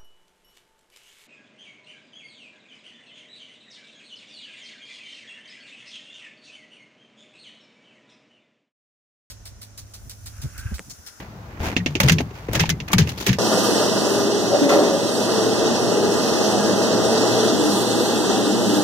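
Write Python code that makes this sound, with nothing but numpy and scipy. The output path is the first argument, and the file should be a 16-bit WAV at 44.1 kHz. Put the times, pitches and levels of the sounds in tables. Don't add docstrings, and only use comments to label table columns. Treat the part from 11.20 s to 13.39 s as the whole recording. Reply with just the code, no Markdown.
import sys
import numpy as np
from scipy import signal
from scipy.fft import rfft, irfft
from scipy.io import wavfile

SR = 44100
rng = np.random.default_rng(int(sys.argv[2]) if len(sys.argv) > 2 else 0)


def dump(signal):
    limited = np.clip(np.atleast_2d(signal).T, -1, 1)
    pcm = np.round(limited * 32767).astype(np.int16)
    wavfile.write(sys.argv[1], SR, pcm)


N = 96402
TIME_S = np.arange(N) / SR
CUTOFF_HZ = 16000

# frequency in Hz, left-right correlation from -1 to 1.
STEREO_CORRELATION = [(60, 0.97), (200, 0.96), (400, 0.93), (750, 0.67), (1400, -0.23), (2800, -0.056),
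                      (6000, -0.065), (16000, 0.19)]
# frequency in Hz, left minus right in dB.
MIC_BALANCE = [(200, 1), (700, 6), (1300, 0), (2400, -6.5), (4400, 6), (8000, 12), (15000, 1)]

# frequency in Hz, relative density in dB per Hz.
AIR_COLOUR = [(25, -79), (55, 9.5), (100, 6.5), (180, 2.5), (300, -8), (850, -8), (1400, -12.5),
              (3000, -23.5), (6500, -27), (8500, -39), (16000, -32.5)]
AIR_DB = -39
DRIPS_PER_S, DRIP_DB, DRIP_T60_CYCLES = 54, -52, 14

# start in seconds, level in dB, swell in seconds,
# t60 in seconds, hiss gain above 3 kHz in dB.
SLITHERS = [(-.01, -37.5, .01, 0.34, -1), (.16, -43.5, 0.21, 0.71, -26), (0.391, -37.5, 0.006, 0.9, 1),
            (0.409, -26.5, 0.054, 0.24, 0.5), (0.506, -33, 0.026, 0.026, -18), (0.679, -43, 0.012, 0.47, 4),
            (0.838, -25, 0.006, 0.51, 0.5), (0.997, -26, 0.013, 0.054, 1), (1.12, -42, 0.057, 0.94, 0),
            (1.283, -34, 0.0023, 0.32, -8), (1.317, -26, 0.034, 0.38, 3.5), (1.683, -28.5, 0.034, 0.66, -7),
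            (1.85, -41, 0.031, 0.47, 10), (1.975, -35, 0.0034, 0.19, 12), (1.997, -34.5, 0.018, 0.45, 8),
            (2.048, -32.5, 0.041, 0.12, 12.5)]
# frequency in Hz, relative density in dB per Hz.
SLITHER_COLOUR = [(60, -26), (200, 8.5), (450, -1), (850, -2), (1200, -6), (2300, -6), (3800, -14),
                  (6500, -16.5), (8200, -28.5), (16000, -25.5)]
GRAINS_PER_S, GRAIN_DECAY_S, GRAIN_SPREAD_DB = 600, 0.0015, 4.5
SLITHER_GRAIN_SHARE, SLAP_GRAIN_SHARE = 0.69, 0.28
BUBBLES_PER_S, BUBBLE_Q, BUBBLE_SHARE = 260, 9, 0.6

# start in seconds, level in dB, start pitch in Hz, end pitch in Hz,
# length in seconds.
SQUEAKS = [(0.816, -32, 803, 447, 0.022), (1.36, -32.5, 2000, 1550, 0.0274),
           (2.063, -20.5, 4270, 1477, 0.018)]

# start in seconds, level in dB, pitch in Hz, t60 in seconds.
KNOCKS = [(.602, -29, 1893, 0.067), (0.758, -24.5, 374, 0.1), (.802, -14, 870, 0.077),
          (.803, -16, 554, 0.085), (.837, -18.5, 500, 0.069), (.897, -21, 393, 0.1),
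          (1.0035, -17, 695, 0.033), (1.004, -14.5, 265, 0.057), (1.108, -30.5, 389, 0.068),
          (1.287, -10.5, 380, 0.025), (1.354, -28, 528, 0.1), (1.396, -28, 462, 0.19),
          (1.385, -24, 856, 0.015), (1.402, -21, 2028, 0.1), (1.439, -14, 860, 0.018),
          (1.502, -21.5, 2054, 0.097), (1.707, -26.5, 1140, 0.03), (1.732, -13.5, 907, 0.044),
          (1.735, -15, 1200, 0.037), (1.788, -23, 433, 0.1), (2.068, -19, 397, 0.16)]
KNOCK_RISE_S, KNOCK_Q, KNOCK_TONE_DB, KNOCK_CLUSTER_DB = 0.0012, 1.8, -3.5, -9

# start in seconds, level in dB.
CLACKS = [(0.5651, -4), (0.6609, -5.5), (.7530, -7.5), (0.9843, -8.5), (1.108, -34), (1.1585, -40),
          (1.435, -14.5), (1.602, -17), (1.8730, -19)]
# frequency in Hz, level in dB, t60 in seconds.
LURE_MODES = [(1836, -21.5, 0.066), (2180, -16.5, 0.047), (2740, -17, 0.056), (2646, -7, 0.019),
              (2960, -11.5, 0.0034), (4730, -17, 0.013), (5800, -27, 0.013)]
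# frequency in Hz, relative density in dB per Hz.
CLACK_ECHO_COLOUR = [(120, 1), (250, 17), (390, 2), (600, 1.5), (1200, -9), (1850, 0.5), (2700, 6),
                     (4200, -3.5), (6500, -3.5), (8200, -24), (16000, -30)]
CLACK_RISE_S, CLACK_PAN_DB = 0.0006, -15
CLACK_ECHO_DB, CLACK_ECHO_T60_S, CLACK_SNAP_DB, CLACK_SNAP_T60_S = -11, 0.081, -26, 0.006

# start in seconds, level in dB, pitch in Hz, hold in seconds.
THUMPS = [(0.401, -19.5, 78, 0.0093), (0.467, -20, 84, 0.0052), (.572, -23, 178.6, 0.047),
          (.663, -26.5, 147.4, 0.062), (0.752, -27, 132, .003), (.804, -16, 182.8, .003),
          (.834, -9, 135.4, 0.022), (.906, -7.5, 159.1, 0.0068), (.94, -23.5, 136, .003),
          (1, -20.5, 144.5, .006), (1.293, -16.5, 112.4, 0.0049), (1.359, -16.5, 122.5, 0.0024),
          (1.402, -14.5, 162.8, 0.017), (1.478, -18.5, 117, 0.0024), (1.502, -18, 159.5, 0.015),
          (1.612, -27.5, 132, 0.0054), (1.732, -11, 184, 0.011), (1.758, -12, 117.6, .004),
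          (1.790, -8, 155, 0.017), (1.894, -33.5, 130, .02), (2.081, -11.5, 192, 0.016),
          (2.098, -14.5, 124, 0.0039)]
# multiple of the thump's pitch, level in dB.
HULL_MODES = [(0.598, -8), (0.801, -14.5), (0.999, -1.5), (1.351, -15.5), (2.5, -26.5)]
# frequency in Hz, relative density in dB per Hz.
SHUDDER_COLOUR = [(25, -38), (45, -33), (75, 3), (190, 1.5), (290, -10), (430, -11.5), (700, -45.5),
                  (1500, -51.5)]
HULL_RISE_S, HULL_T60_S, HULL_PAN_DB = 0.008, 0.14, 2.5
SHUDDER_DB, SHUDDER_T60_S = -15, 0.42

# start in seconds, level in dB, sizzle gain at 3.6-7.2 kHz in dB,
# spray gain above 7.2 kHz in dB, rise in seconds, t60 in seconds, pan as left minus right in dB,
# pitch of the struck panel in Hz.
SLAPS = [(0.8, -9, -3, -1.5, 0.0031, 0.068, -0.5, 2213), (0.8297, -20, 2, -1, 0.005, 0.063, -2.5, 2720),
         (0.877, -20.5, -9, -6, 0.0007, 0.053, 8, 2160), (0.8844, -7.5, 0, -5, 0.00038, 0.039, -1, 2051),
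         (0.895, -7.5, 1, -10, 0.00077, 0.057, -2.5, 2645), (0.9197, -20, 7.5, 3, 0.0004, 0.083, -4, 2550),
         (1.3318, -28, 2.5, 11, 0.00083, 0.05, 1.5, 2750), (1.3494, -15, 0.5, -3, 0.0054, 0.051, -2, 1693),
         (1.3950, -15, 0.5, -9, 0.0016, 0.11, -2, 1600), (1.404, -23, -8, 0, 0.0012, 0.097, -4, 2600),
         (1.4552, -22, -4.5, -20, 0.0019, 0.068, -1, 2800), (1.4916, -16, -1, 0, 0.002, 0.029, -3, 1758),
         (1.499, -19, 5, -0.5, 0.0016, 0.07, -1, 2080), (1.677, -26, -6.5, -9.5, 0.0072, 0.055, -1.5, 2495),
         (1.7160, -45.5, 14.5, 18, 0.0031, 0.14, 6, 3780), (1.7312, -9.5, -2, -2, 0.00058, 0.057, 0, 2250),
         (1.781, -12, 2, -3.5, 0.003, 0.13, -1.5, 1604), (1.8900, -24.5, 0.5, -1, 0.0022, 0.077, 0.5, 2980),
         (2.0643, -17, 6, 4, 0.00083, 0.092, -5, 2570), (2.086, -21.5, -1.5, -20, 0.0092, 0.13, -3, 1770),
         (2.1290, -22.5, 3, -2.5, 0.00075, 0.082, -5.5, 2800)]
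# frequency in Hz, relative density in dB per Hz.
SLAP_COLOUR = [(150, 2), (400, -6.5), (900, -8.5), (1300, -7), (1650, 0.5), (2200, -1), (2650, 0),
               (3900, -4), (5000, -5), (6600, -4), (8000, -13.5), (16000, -12)]
CRACK_DB, CRACK_T60_S = -17, 0.031
PANEL_DB, PANEL_T60_S, SPRAY_T60_RATIO = -13, 0.072, 0.77


def from_db(db):
    return 10 ** (np.asarray(db) / 20)


def rms_one(x):
    return x / np.sqrt(np.mean(x ** 2) + 1e-20)


def at_hz(points, hz):
    table = np.array(points)
    return np.interp(np.log(hz + 1e-9), np.log(table[:, 0]), table[:, 1])


def pan(left_minus_right_db):
    gains = np.vstack([from_db(left_minus_right_db / 2), from_db(-left_minus_right_db / 2)])
    return gains / np.sqrt(np.mean(gains ** 2, axis=0))


def treble(x, hz):
    return signal.sosfiltfilt(signal.butter(4, hz, "high", fs=SR, output="sos"), x)


def blow(start_s, rise_s, t60_s, hold_s=0):
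    age_s = TIME_S - start_s
    rise = np.sin(np.pi / 2 * np.clip(age_s / rise_s, 0, 1)) ** 2
    decay = np.exp(-np.log(1000) * np.clip((age_s - rise_s - hold_s) / t60_s, 0, 2))
    return rise * decay


def ring(start_s, hz, rise_s, t60_s):
    return np.sin(2 * np.pi * hz * (TIME_S - start_s)) * blow(start_s, rise_s, t60_s)


def bubbles(pitches=30):
    out = 0
    for hz in np.geomspace(300, CUTOFF_HZ, pitches):
        chance = rng.uniform(-1, 1, (2, N))
        pops = np.sign(chance) * (np.abs(chance) < BUBBLES_PER_S / SR)
        resonance = signal.iirpeak(hz, BUBBLE_Q, fs=SR)
        out = out + np.sqrt(hz) * rms_one(signal.lfilter(*resonance, pops + 1e-18))
    return rms_one(out)


def noise(colour, wet=False):
    hz = np.arange(N // 2 + 1) * SR / N
    source = rng.standard_normal((2, N))
    if wet:
        source = np.sqrt(1 - BUBBLE_SHARE) * source + np.sqrt(BUBBLE_SHARE) * bubbles()
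    mid, side = rfft(source)
    alike = at_hz(STEREO_CORRELATION, hz)
    stereo = np.sqrt(1 + alike) * mid + np.sqrt(1 - alike) * side * [[1], [-1]]
    coloured = stereo * from_db(at_hz(colour, hz)) * pan(at_hz(MIC_BALANCE, hz))
    return rms_one(irfft(coloured, N))


def grains(share):
    sizes = from_db(GRAIN_SPREAD_DB * np.minimum(rng.exponential(1, N), 3))
    releases = rng.random(N) < GRAINS_PER_S / SR
    decay = np.exp(-1 / (GRAIN_DECAY_S * SR))
    power = signal.lfilter([1], [1, -decay], sizes ** 2 * releases + 1e-18)
    return np.sqrt(1 - share + share * power / power.mean())


def air():
    return from_db(AIR_DB) * noise(AIR_COLOUR)


def drips():
    rows = rng.random((int(DRIPS_PER_S * N / SR), 3))
    out = 0
    for (when, size, side), hz in zip(rows, np.geomspace(600, 1600, len(rows))):
        drip = ring(when * N / SR, hz, 2 / hz, DRIP_T60_CYCLES / hz)
        out = out + size ** 2 * pan(2 * side - 1) * drip
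    return from_db(DRIP_DB) * out


def slithers(hiss_hz=3000):
    rub = noise(SLITHER_COLOUR, wet=True) * grains(SLITHER_GRAIN_SHARE)
    hiss = treble(rub, hiss_hz)
    body, out = rub - hiss, 0
    for start_s, db, swell_s, t60_s, hiss_db in SLITHERS:
        out = out + from_db(db) * blow(start_s, swell_s, t60_s) * (body + from_db(hiss_db) * hiss)
    return out


def squeaks():
    out = 0
    for start_s, db, start_hz, end_hz, length_s in SQUEAKS:
        along = np.clip((TIME_S - start_s) / length_s, 0, 1)
        hz = start_hz * (end_hz / start_hz) ** along
        tone = np.sin(np.pi * along) * np.sin(2 * np.pi * np.cumsum(hz) / SR)
        out = out + from_db(db) * pan(at_hz(MIC_BALANCE, hz)) * tone
    return out


def knocks():
    stir, out = noise(SLITHER_COLOUR), 0
    for start_s, db, hz, t60_s in KNOCKS:
        peak = signal.iirpeak(hz, KNOCK_Q, fs=SR)
        narrow = rms_one(signal.lfilter(*peak, signal.lfilter(*peak, stir)))
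        cluster = narrow * blow(start_s, KNOCK_RISE_S, t60_s)
        tone = pan(at_hz(MIC_BALANCE, hz)) * ring(start_s, hz, KNOCK_RISE_S, t60_s)
        out = out + from_db(db) * (from_db(KNOCK_TONE_DB) * tone + from_db(KNOCK_CLUSTER_DB) * cluster)
    return out


def clacks():
    echo, snap, out = noise(CLACK_ECHO_COLOUR), rng.standard_normal(N), 0
    for start_s, db in CLACKS:
        direct = from_db(CLACK_SNAP_DB) * snap * blow(start_s, CLACK_RISE_S, CLACK_SNAP_T60_S)
        for hz, mode_db, t60_s in LURE_MODES:
            direct = direct + from_db(mode_db) * ring(start_s, hz, CLACK_RISE_S, t60_s)
        answer = from_db(CLACK_ECHO_DB) * echo * blow(start_s, CLACK_RISE_S, CLACK_ECHO_T60_S)
        out = out + from_db(db) * (pan(CLACK_PAN_DB) * direct + answer)
    return out


def thumps():
    shudder, out = from_db(SHUDDER_DB) * noise(SHUDDER_COLOUR), 0
    for start_s, db, hz, hold_s in THUMPS:
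        modes = 0
        for ratio, mode_db in HULL_MODES:
            modes = modes + from_db(mode_db) * np.sin(2 * np.pi * hz * ratio * (TIME_S - start_s))
        boom = pan(HULL_PAN_DB) * modes * blow(start_s, HULL_RISE_S, HULL_T60_S, hold_s)
        rumble = shudder * blow(start_s, HULL_RISE_S, SHUDDER_T60_S, hold_s)
        out = out + from_db(db) * (boom + rumble)
    return out


def slaps(sizzle_hz=3600, spray_hz=7200):
    burst = noise(SLAP_COLOUR, wet=True) * grains(SLAP_GRAIN_SHARE)
    upper, spray = treble(burst, sizzle_hz), treble(burst, spray_hz)
    body, sizzle, out = burst - upper, upper - spray, 0
    for start_s, db, sizzle_db, spray_db, rise_s, t60_s, pan_db, panel_hz in SLAPS:
        crack = from_db(CRACK_DB) * blow(start_s, rise_s, CRACK_T60_S)
        smack = (body + from_db(sizzle_db) * sizzle) * (crack + blow(start_s, rise_s, t60_s))
        spray_envelope = crack + blow(start_s, rise_s, t60_s * SPRAY_T60_RATIO)
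        smack = smack + from_db(spray_db) * spray * spray_envelope
        panel = from_db(PANEL_DB) * ring(start_s, panel_hz, rise_s, PANEL_T60_S)
        out = out + from_db(db) * pan(pan_db) * (smack + panel)
    return out


def scene():
    background = air() + drips()
    return background + slithers() + squeaks() + knocks() + clacks() + thumps() + slaps()


def record(dry):
    rounded = 0.9 * np.tanh(dry / 0.9)
    low_pass = signal.cheby2(14, 70, CUTOFF_HZ + 600, fs=SR, output="sos")
    return signal.sosfilt(low_pass, rounded)


dry = scene()
out = record(dry)
dump(out)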